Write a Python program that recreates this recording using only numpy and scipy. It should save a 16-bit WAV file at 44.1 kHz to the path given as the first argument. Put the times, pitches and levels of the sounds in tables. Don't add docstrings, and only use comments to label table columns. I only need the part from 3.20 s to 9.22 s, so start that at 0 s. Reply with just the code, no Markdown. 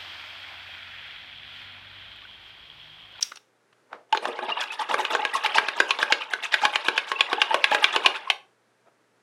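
import sys
import numpy as np
from scipy import signal
from scipy.fft import rfft, irfft, next_fast_len
from scipy.io import wavfile
from scipy.ndimage import uniform_filter1d, minimum_filter1d

SR = 44100
rng = np.random.default_rng(int(sys.argv[2]) if len(sys.argv) > 2 else 0)


def materialize(psi):
    bounded = np.clip(np.atleast_2d(psi).T, -1, 1)
    quanta = np.round(bounded * 32767).astype(np.int16)
    wavfile.write(sys.argv[1], SR, quanta)


N = 265482
TIME = np.arange(N) / SR

# (frequency [Hz], level [dB])
AIR_COLOUR = [(80, -35), (130, -15.5), (430, -5.5), (650, -11), (1000, -13), (1550, -12), (3000, -22.5),
              (10000, -30.5), (16000, -49.5)]
# (frequency [Hz], level [dB])
SLIDE_COLOUR = [(300, -25), (3700, -5.5), (4400, -19), (5600, -7), (6600, -13.5), (15000, -26.5)]
# (time [s], clack level [dB], brightness: tick over clack and clack over thud [dB], favoured pitch [Hz])
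TAPS = [(0.0269, -37, 19, 5700), (0.119, -44, -10, 1480), (0.159, -50.5, 2.5, 7050),
        (.172, -48.5, -1, 2900), (.529, -66, -10, 2980), (0.73, -47.5, -18, 710)]
# (frequency [Hz], level [dB], t60 [s])
HANDLE_MODES = [(1473, 12.5, 0.014), (3780, -0.5, 0.022), (4890, -13.5, 0.038), (5600, -0.5, 0.0269),
                (6160, -11, 0.02)]
# (frequency [Hz], level [dB])
CRACK_COLOUR = [(40, -29.5), (190, -15), (400, -4.5), (1000, -2), (3100, 10.5), (4400, -0.5), (7500, -18),
                (9500, -15), (12500, -29), (16000, -37)]
# (low edge [Hz], high edge [Hz])
REGISTERS = [(20, 1300), (1300, 5000), (5000, 16000)]
# (crest time [s], Gaussian width [s], level [dB])
SHIFTS = [(0.743, 0.019, -43.5), (0.784, 0.041, -56.5), (5.677, 0.014, -56.5)]
# (frequency [Hz], level [dB])
SCUFF_COLOUR = [(60, -37.5), (250, -7.5), (600, 9), (1300, 1), (5000, -26), (14000, -55)]
# (knock time [s], knock level [dB], brush depth [0-1], water level [dB], favoured pitch [Hz])
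STROKES = [(0.926, -21, 0.31, -67, 2600), (0.9487, -23, 0.9, -63, 1560), (0.973, -23.5, 0.37, -41, 3880),
           (1.0539, -20.5, 0.75, -51, 1610), (1.189, -28, 0.98, -50, 1330),
           (1.7417, -16, 0.79, -29.5, 1860), (1.8509, -22.5, 0.23, -38, 2410),
           (1.95, -16, 0.7, -27.5, 1620), (2.051, -18.5, 0.38, -43, 2400), (2.2606, -19, 0.23, -28, 2370),
           (2.3826, -11, 0.52, -24.5, 1650), (2.485, -20.5, 0.28, -40.5, 1590),
           (2.6015, -10, 0.5, -33, 1700), (2.7069, -14.5, 0.29, -33.5, 2760), (2.788, -24, 0.51, -56, 3900),
           (2.8278, -14, 0.48, -29.5, 1660), (2.923, -12.5, 0.23, -33.5, 2660),
           (3.135, -18.5, 0.4, -38.5, 1820), (3.3406, -16, 0.16, -28.5, 2000),
           (3.452, -11.5, 0.48, -27.5, 3070), (3.5569, -15.5, 0.3, -31, 2520),
           (3.6839, -12.5, 0.52, -33, 2880), (3.778, -17, 0.16, -35, 2550), (3.9165, -18, 0.62, -64, 2200),
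           (4.0073, -13.5, 0.14, -36, 2900), (4.1294, -15.5, 0.6, -34.5, 2700),
           (4.2172, -13.5, 0.17, -33.5, 2630), (4.343, -12.5, 0.7, -37, 1810),
           (4.4415, -13.5, 0.1, -43, 2200), (4.515, -20, 0.74, -46.5, 1650),
           (4.5474, -14.5, 0.5, -27, 2220), (4.6418, -12, 0.1, -27, 2920),
           (4.7611, -13.5, 0.45, -29.5, 2560), (4.8603, -6.5, 0.27, -30, 2600),
           (5.1008, -14.5, 0.18, -47, 2630)]
# (crest time [s], water level [dB], brush depth [0-1], extra spray [dB])
SWEEPS = [(1.038, -36, 1, 1), (1.084, -33.5, 1, -1), (1.236, -35.5, 1, -5), (1.298, -28.5, 0.73, -11),
          (1.383, -30.5, 0.35, -22), (1.418, -29, 0.23, 0.5), (1.533, -39.5, 0, 4),
          (1.607, -27.5, 0.43, -3.5), (1.797, -28, 0.6, 2.5), (2.151, -30.5, 0.58, 8.5),
          (3.02, -35.5, 0.07, -5), (3.241, -31.5, 0.04, 3.5), (3.887, -45.5, .02, 12),
          (4.316, -30, 0.6, -15), (4.954, -33.5, 0, -4)]
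# (time [s], level [dB])
STIR = [(0.95, -58), (1.12, -32), (1.64, -33.5), (1.81, -30), (2.35, -27), (3.11, -34.5), (4.68, -27),
        (4.96, -33), (5.12, -35)]
# (frequency [Hz], level [dB])
WATER_COLOUR = [(60, -43.5), (220, -18.5), (400, -5.5), (660, -3.5), (900, 8), (1350, -0.5), (1700, 1.5),
                (2750, 5), (4200, -0.5), (7500, -12), (9500, -10.5), (15000, -28.5)]
# (low edge [Hz], high edge [Hz])
WATER_REGISTERS = [(20, 620), (620, 1300), (1300, 5000), (5000, 16000)]
# (frequency [Hz], level [dB], t60 [s])
JAR_MODES = [(416, -21.5, 0.039), (530, -4, 0.019), (806, -0.5, 0.028), (1099, 3.5, 0.039),
             (1578, 7.5, 0.023), (1747, -7.5, 0.033), (2400, 3, 0.034), (2576, 2.5, 0.014),
             (2833, 4.5, 0.01), (3470, 2, 0.019), (4180, -9, 0.024), (6846, -6.5, 0.0097)]
# (crest time [s], pitch at the crest [Hz], peak level [dB])
BUBBLES = [(.931, 866, -12), (1.089, 470, -29), (1.231, 845, -24), (1.323, 2800, -19), (1.508, 2550, -26),
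           (1.703, 802, -25), (1.797, 843, -19), (1.997, 840, -19), (2.031, 827, -22.5), (2.138, 1930, -23),
           (2.154, 1089, -14), (2.249, 860, -17.5), (2.359, 842, -16.5), (2.909, 840, -18.5),
           (3.438, 818, -13.5), (3.963, 2650, -23.5), (3.997, 1090, -22.5), (4.120, 1104, -20),
           (4.184, 830, -20), (4.313, 850, -21), (4.524, 830, -16), (4.852, 1056, -14.5),
           (5.077, 1045, -25)]
# (frequency [Hz], level [dB], t60 [s])
CAVITY_MODES = [(833.6, -1.5, 0.072), (1111, -5.5, 0.12), (1693, -1, .05), (2760, -8, 0.011)]
# (frequency [Hz], level [dB])
ECHO_COLOUR = [(60, -0.5), (450, 12.5), (1100, 2.5), (6000, -1.5), (15000, 5)]

TAP_THUD_DB = -4.5
PLACE_DB, PLACE_Q, LOWEST_HZ = 5.5, 2.26, 271.7
THUD_HZ, THUD_DB, THUD_Q = 434, 14, 1.3
TOP_HZ = 15900
SHALLOW_KNOCK_DB, DEEP_KNOCK_DB = (-13, 3.5, -14), (1.5, -15, -22.5)
SHALLOW_WATER_DB, DEEP_WATER_DB = (-27.5, -5.5, 1.5, -11.5), (-2.5, 0.5, -6, -16)
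LEAD_S, DEEP_LEAD_S = 0.0082, 0.05
WAKE_DELAY_S, WAKE_S, WAKE_DB = 0.038, 0.024, (-4, -12.5, -8.5, -16.5)
SWEEP_S = 0.021
FROTH_FLARE_DB, FROTH_RATE_HZ = 10, 100
SLOSH_BEND, SLOSH_RATE_HZ = 0.022, 12


def undb(db):
    return 10 ** (np.asarray(db) / 20)


def unit(x):
    return x / np.sqrt(np.mean(x ** 2))


def fade(t, t60):
    return np.exp(-np.log(1000) * t / t60)


def add(out, start_s, x):
    i = max(int(start_s * SR), 0)
    out[i:i + len(x)] += x[:max(N - i, 0)]


def band(x, edges_hz):
    return signal.sosfilt(signal.butter(4, edges_hz, "band", fs=SR, output="sos"), x)


def peak(x, hz, q):
    return signal.lfilter(*signal.iirpeak(hz, q, fs=SR), x)


def colour(x, points):
    hz, db = np.transpose(points)
    size = next_fast_len(len(x))
    f = np.maximum(np.arange(size // 2 + 1) * SR / size, 1)
    gain = undb(np.interp(np.log(f), np.log(hz), db))
    return irfft(rfft(x, size) * gain, size)[:len(x)]


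def by_depth(depth, shallow_db, deep_db):
    return (1 - depth) * np.array(shallow_db) + depth * np.array(deep_db)


def background(air_db, waver_db, hum_hz, hum_db):
    waver = np.interp(TIME, np.arange(70) / 10, rng.standard_normal(70))
    air = undb(air_db + waver_db * waver) * unit(colour(rng.standard_normal(N), AIR_COLOUR))
    hum = undb(hum_db) * np.sin(2 * np.pi * hum_hz * TIME)
    return air + hum


def slide(start_s, hiss_db, t60):
    hiss = unit(colour(rng.standard_normal(N), SLIDE_COLOUR))
    return undb(hiss_db) * (TIME > start_s) * fade(TIME, t60) * hiss


def handle_blows():
    return [(s, hz, 0, db - bright_db + TAP_THUD_DB, db, db + bright_db)
            for s, db, bright_db, hz in TAPS]


def strikes(rows, modes, crack_db, crack_t60, scatter_db, detune, contact_s, slide_s):
    out = np.zeros(N)
    t = np.arange(-SR // 50, SR // 8) / SR
    attack = (t > 0) & (t < .008)
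    after = np.maximum(t, 0)
    hz, db, t60 = np.transpose(modes)[:, :, None]
    buildup = 1 - np.exp(-(after / (contact_s + .5 / hz)) ** 2)
    envelope = buildup * fade(after, t60)
    contact = np.exp(np.minimum(t, 0) / slide_s) * fade(after, crack_t60)
    for s, place_hz, depth, *levels_db in rows:
        size, pitch, side = rng.standard_normal((3, len(modes), 1))
        gain = np.sign(side) * undb(db + scatter_db * size)
        sines = np.sin(2 * np.pi * hz * (1 + detune * pitch) * t)
        ring = band(np.sum(gain * envelope * sines, axis=0), (LOWEST_HZ, TOP_HZ))
        crack = colour(rng.standard_normal(len(t)) * contact, CRACK_COLOUR)
        blow = ring / ring[attack].std() + undb(crack_db) * crack / crack[attack].std()
        blow = blow + undb(PLACE_DB) * peak(blow, place_hz, PLACE_Q) \
            + depth * undb(THUD_DB) * peak(blow, THUD_HZ, THUD_Q)
        for edges_hz, level_db in zip(REGISTERS, levels_db):
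            part = band(blow, edges_hz)
            add(out, s + t[0], part * undb(level_db) / part[attack].std())
    return out


def shifts():
    swell = sum(undb(db) * np.exp(-.5 * ((TIME - s) / width_s) ** 2) for s, width_s, db in SHIFTS)
    return swell * unit(colour(rng.standard_normal(N), SCUFF_COLOUR))


def surges():
    rows = []
    for s, db, depth, spray_db in SWEEPS:
        levels_db = db + by_depth(depth, SHALLOW_WATER_DB, DEEP_WATER_DB) + np.array([0, 0, 0, spray_db])
        rows.append((s - SWEEP_S / 2, SWEEP_S, levels_db))
    for s, _, depth, db, _ in STROKES:
        lead_s = LEAD_S + DEEP_LEAD_S * depth
        levels_db = db + by_depth(depth, SHALLOW_WATER_DB, DEEP_WATER_DB)
        rows.append((s - lead_s, lead_s, levels_db))
        rows.append((s + WAKE_DELAY_S, WAKE_S, levels_db + np.array(WAKE_DB)))
    return rows


def bubble_cloud(lo_hz, hi_hz, per_second, cycles, spread_db, glide):
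    out = np.zeros(N)
    for when, pitch, size, life, drift in rng.random((int(per_second * N / SR), 5)):
        hz = lo_hz * (hi_hz / lo_hz) ** pitch
        t60 = cycles * (.5 + life) / hz
        t = np.arange(int(t60 * SR)) / SR
        shape = (1 - np.exp(-hz * t / 2)) * fade(t, t60)
        bend = 1 + glide * (2 * drift - 1) * t / t60
        gain = undb(spread_db * size) * hz ** .5
        add(out, when * N / SR, gain * shape * np.sin(2 * np.pi * hz * t * bend))
    return out


def froth(crackle_db):
    out = 0
    knots_s = np.arange(0, N / SR + 1, 1 / FROTH_RATE_HZ)
    for hz in 250 * 2 ** np.arange(0, 6, .5):
        crackle = rng.standard_normal(N) * undb(crackle_db * rng.standard_normal(N))
        swing = np.interp(TIME, knots_s, rng.uniform(-1, 1, len(knots_s)))
        out = out + undb(FROTH_FLARE_DB * swing) * unit(band(crackle, (hz, hz * 2 ** .5)))
    return out


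def swish(rise_s, fall_s, froth_db, crackle_db, stir_db):
    cloud = bubble_cloud(190, 3800, per_second=2400, cycles=40, spread_db=20, glide=.07)
    churn = colour(unit(cloud) + undb(froth_db) * unit(froth(crackle_db)), WATER_COLOUR)
    stir = undb(np.interp(TIME, *np.transpose(STIR), left=-np.inf, right=-np.inf))
    t = np.arange(-SR // 10, SR // 5) / SR
    out = 0
    for k, edges_hz in enumerate(WATER_REGISTERS):
        power = (stir * undb(stir_db[k])) ** 2
        for s, hold_s, levels_db in surges():
            slope = np.minimum(t, 0) / rise_s + np.maximum(t - hold_s, 0) / fall_s
            surge = 1 / np.cosh(slope) ** 2
            add(power, s + t[0], surge * undb(levels_db[k]) ** 2)
        out = out + np.sqrt(power) * unit(band(churn, edges_hz))
    return out


def wall_blows():
    return [(s, hz, depth, *(db + by_depth(depth, SHALLOW_KNOCK_DB, DEEP_KNOCK_DB)))
            for s, db, depth, _, hz in STROKES]


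def plops(swell_s, ring_s, glide_per_s):
    out = np.zeros(N)
    t = np.arange(-SR // 20, SR // 20) / SR
    shape = np.where(t < 0, np.exp(-(t / swell_s) ** 2), 1 / np.cosh(t / ring_s))
    for s, hz, db in BUBBLES:
        cycles = hz * t * (1 + glide_per_s * t) + rng.random()
        add(out, s + t[0], undb(db) * shape * np.sin(2 * np.pi * cycles))
    return out


def cavity(x, gain_db):
    t = np.arange(SR // 4) / SR
    rings = 0
    for hz, db, t60 in CAVITY_MODES:
        per_sample = 2 * np.log(1000) / (t60 * SR)
        rings = rings + undb(db) * per_sample * fade(t, t60) * np.cos(2 * np.pi * hz * t)
    slosh = np.interp(TIME * SLOSH_RATE_HZ, np.arange(200), rng.standard_normal(200))
    clock = np.cumsum(np.exp(SLOSH_BEND * slosh)) / SR
    ringing = signal.fftconvolve(np.interp(TIME, clock, x), rings)[:N]
    return undb(gain_db) * (x + np.interp(clock, TIME, ringing))


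def room(x, wet_db, t60s, delay_s):
    t = np.arange(SR // 2) / SR
    noise = colour(rng.standard_normal(len(t)), ECHO_COLOUR)
    tail = sum(band(noise, edges_hz) * fade(t, t60) for edges_hz, t60 in zip(REGISTERS, t60s))
    tail = tail * np.clip(t / delay_s - .5, 0, 1)
    return undb(wet_db) * signal.fftconvolve(x, tail / np.sqrt(np.sum(tail ** 2)))[:N]


def scene():
    hiss = slide(start_s=0.009, hiss_db=-37.0, t60=0.4)
    taps = strikes(handle_blows(), HANDLE_MODES, crack_db=6.5, crack_t60=0.027, scatter_db=3,
                   detune=0.0055, contact_s=0.000076, slide_s=0.0015)
    beside = hiss + taps + shifts()
    water = swish(rise_s=0.0029, fall_s=0.0083, froth_db=-6.5, crackle_db=7,
                  stir_db=(-26, -15, -11, -33.5))
    knocks = strikes(wall_blows(), JAR_MODES, crack_db=-1, crack_t60=0.031, scatter_db=6,
                     detune=0.01704, contact_s=0.00014, slide_s=0.00024)
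    singing = plops(swell_s=0.0036, ring_s=.005, glide_per_s=1.2)
    inside = cavity(knocks + water, gain_db=-1.0) + singing
    sent = inside + undb(-5) * beside
    echo = room(sent, wet_db=-11.5, t60s=(.28, .24, .26), delay_s=0.0021)
    air = background(air_db=-66.5, waver_db=1.0, hum_hz=118, hum_db=-79.5)
    return (inside + beside + echo + air)[None]


def record(dry):
    headroom = minimum_filter1d(1 / np.maximum(np.abs(dry), 1), size=SR // 400)
    limited = dry * uniform_filter1d(headroom, size=SR // 400)
    return signal.sosfilt(signal.ellip(8, .2, 70, TOP_HZ, fs=SR, output="sos"), limited)


dry = scene()
out = record(dry)
materialize(out)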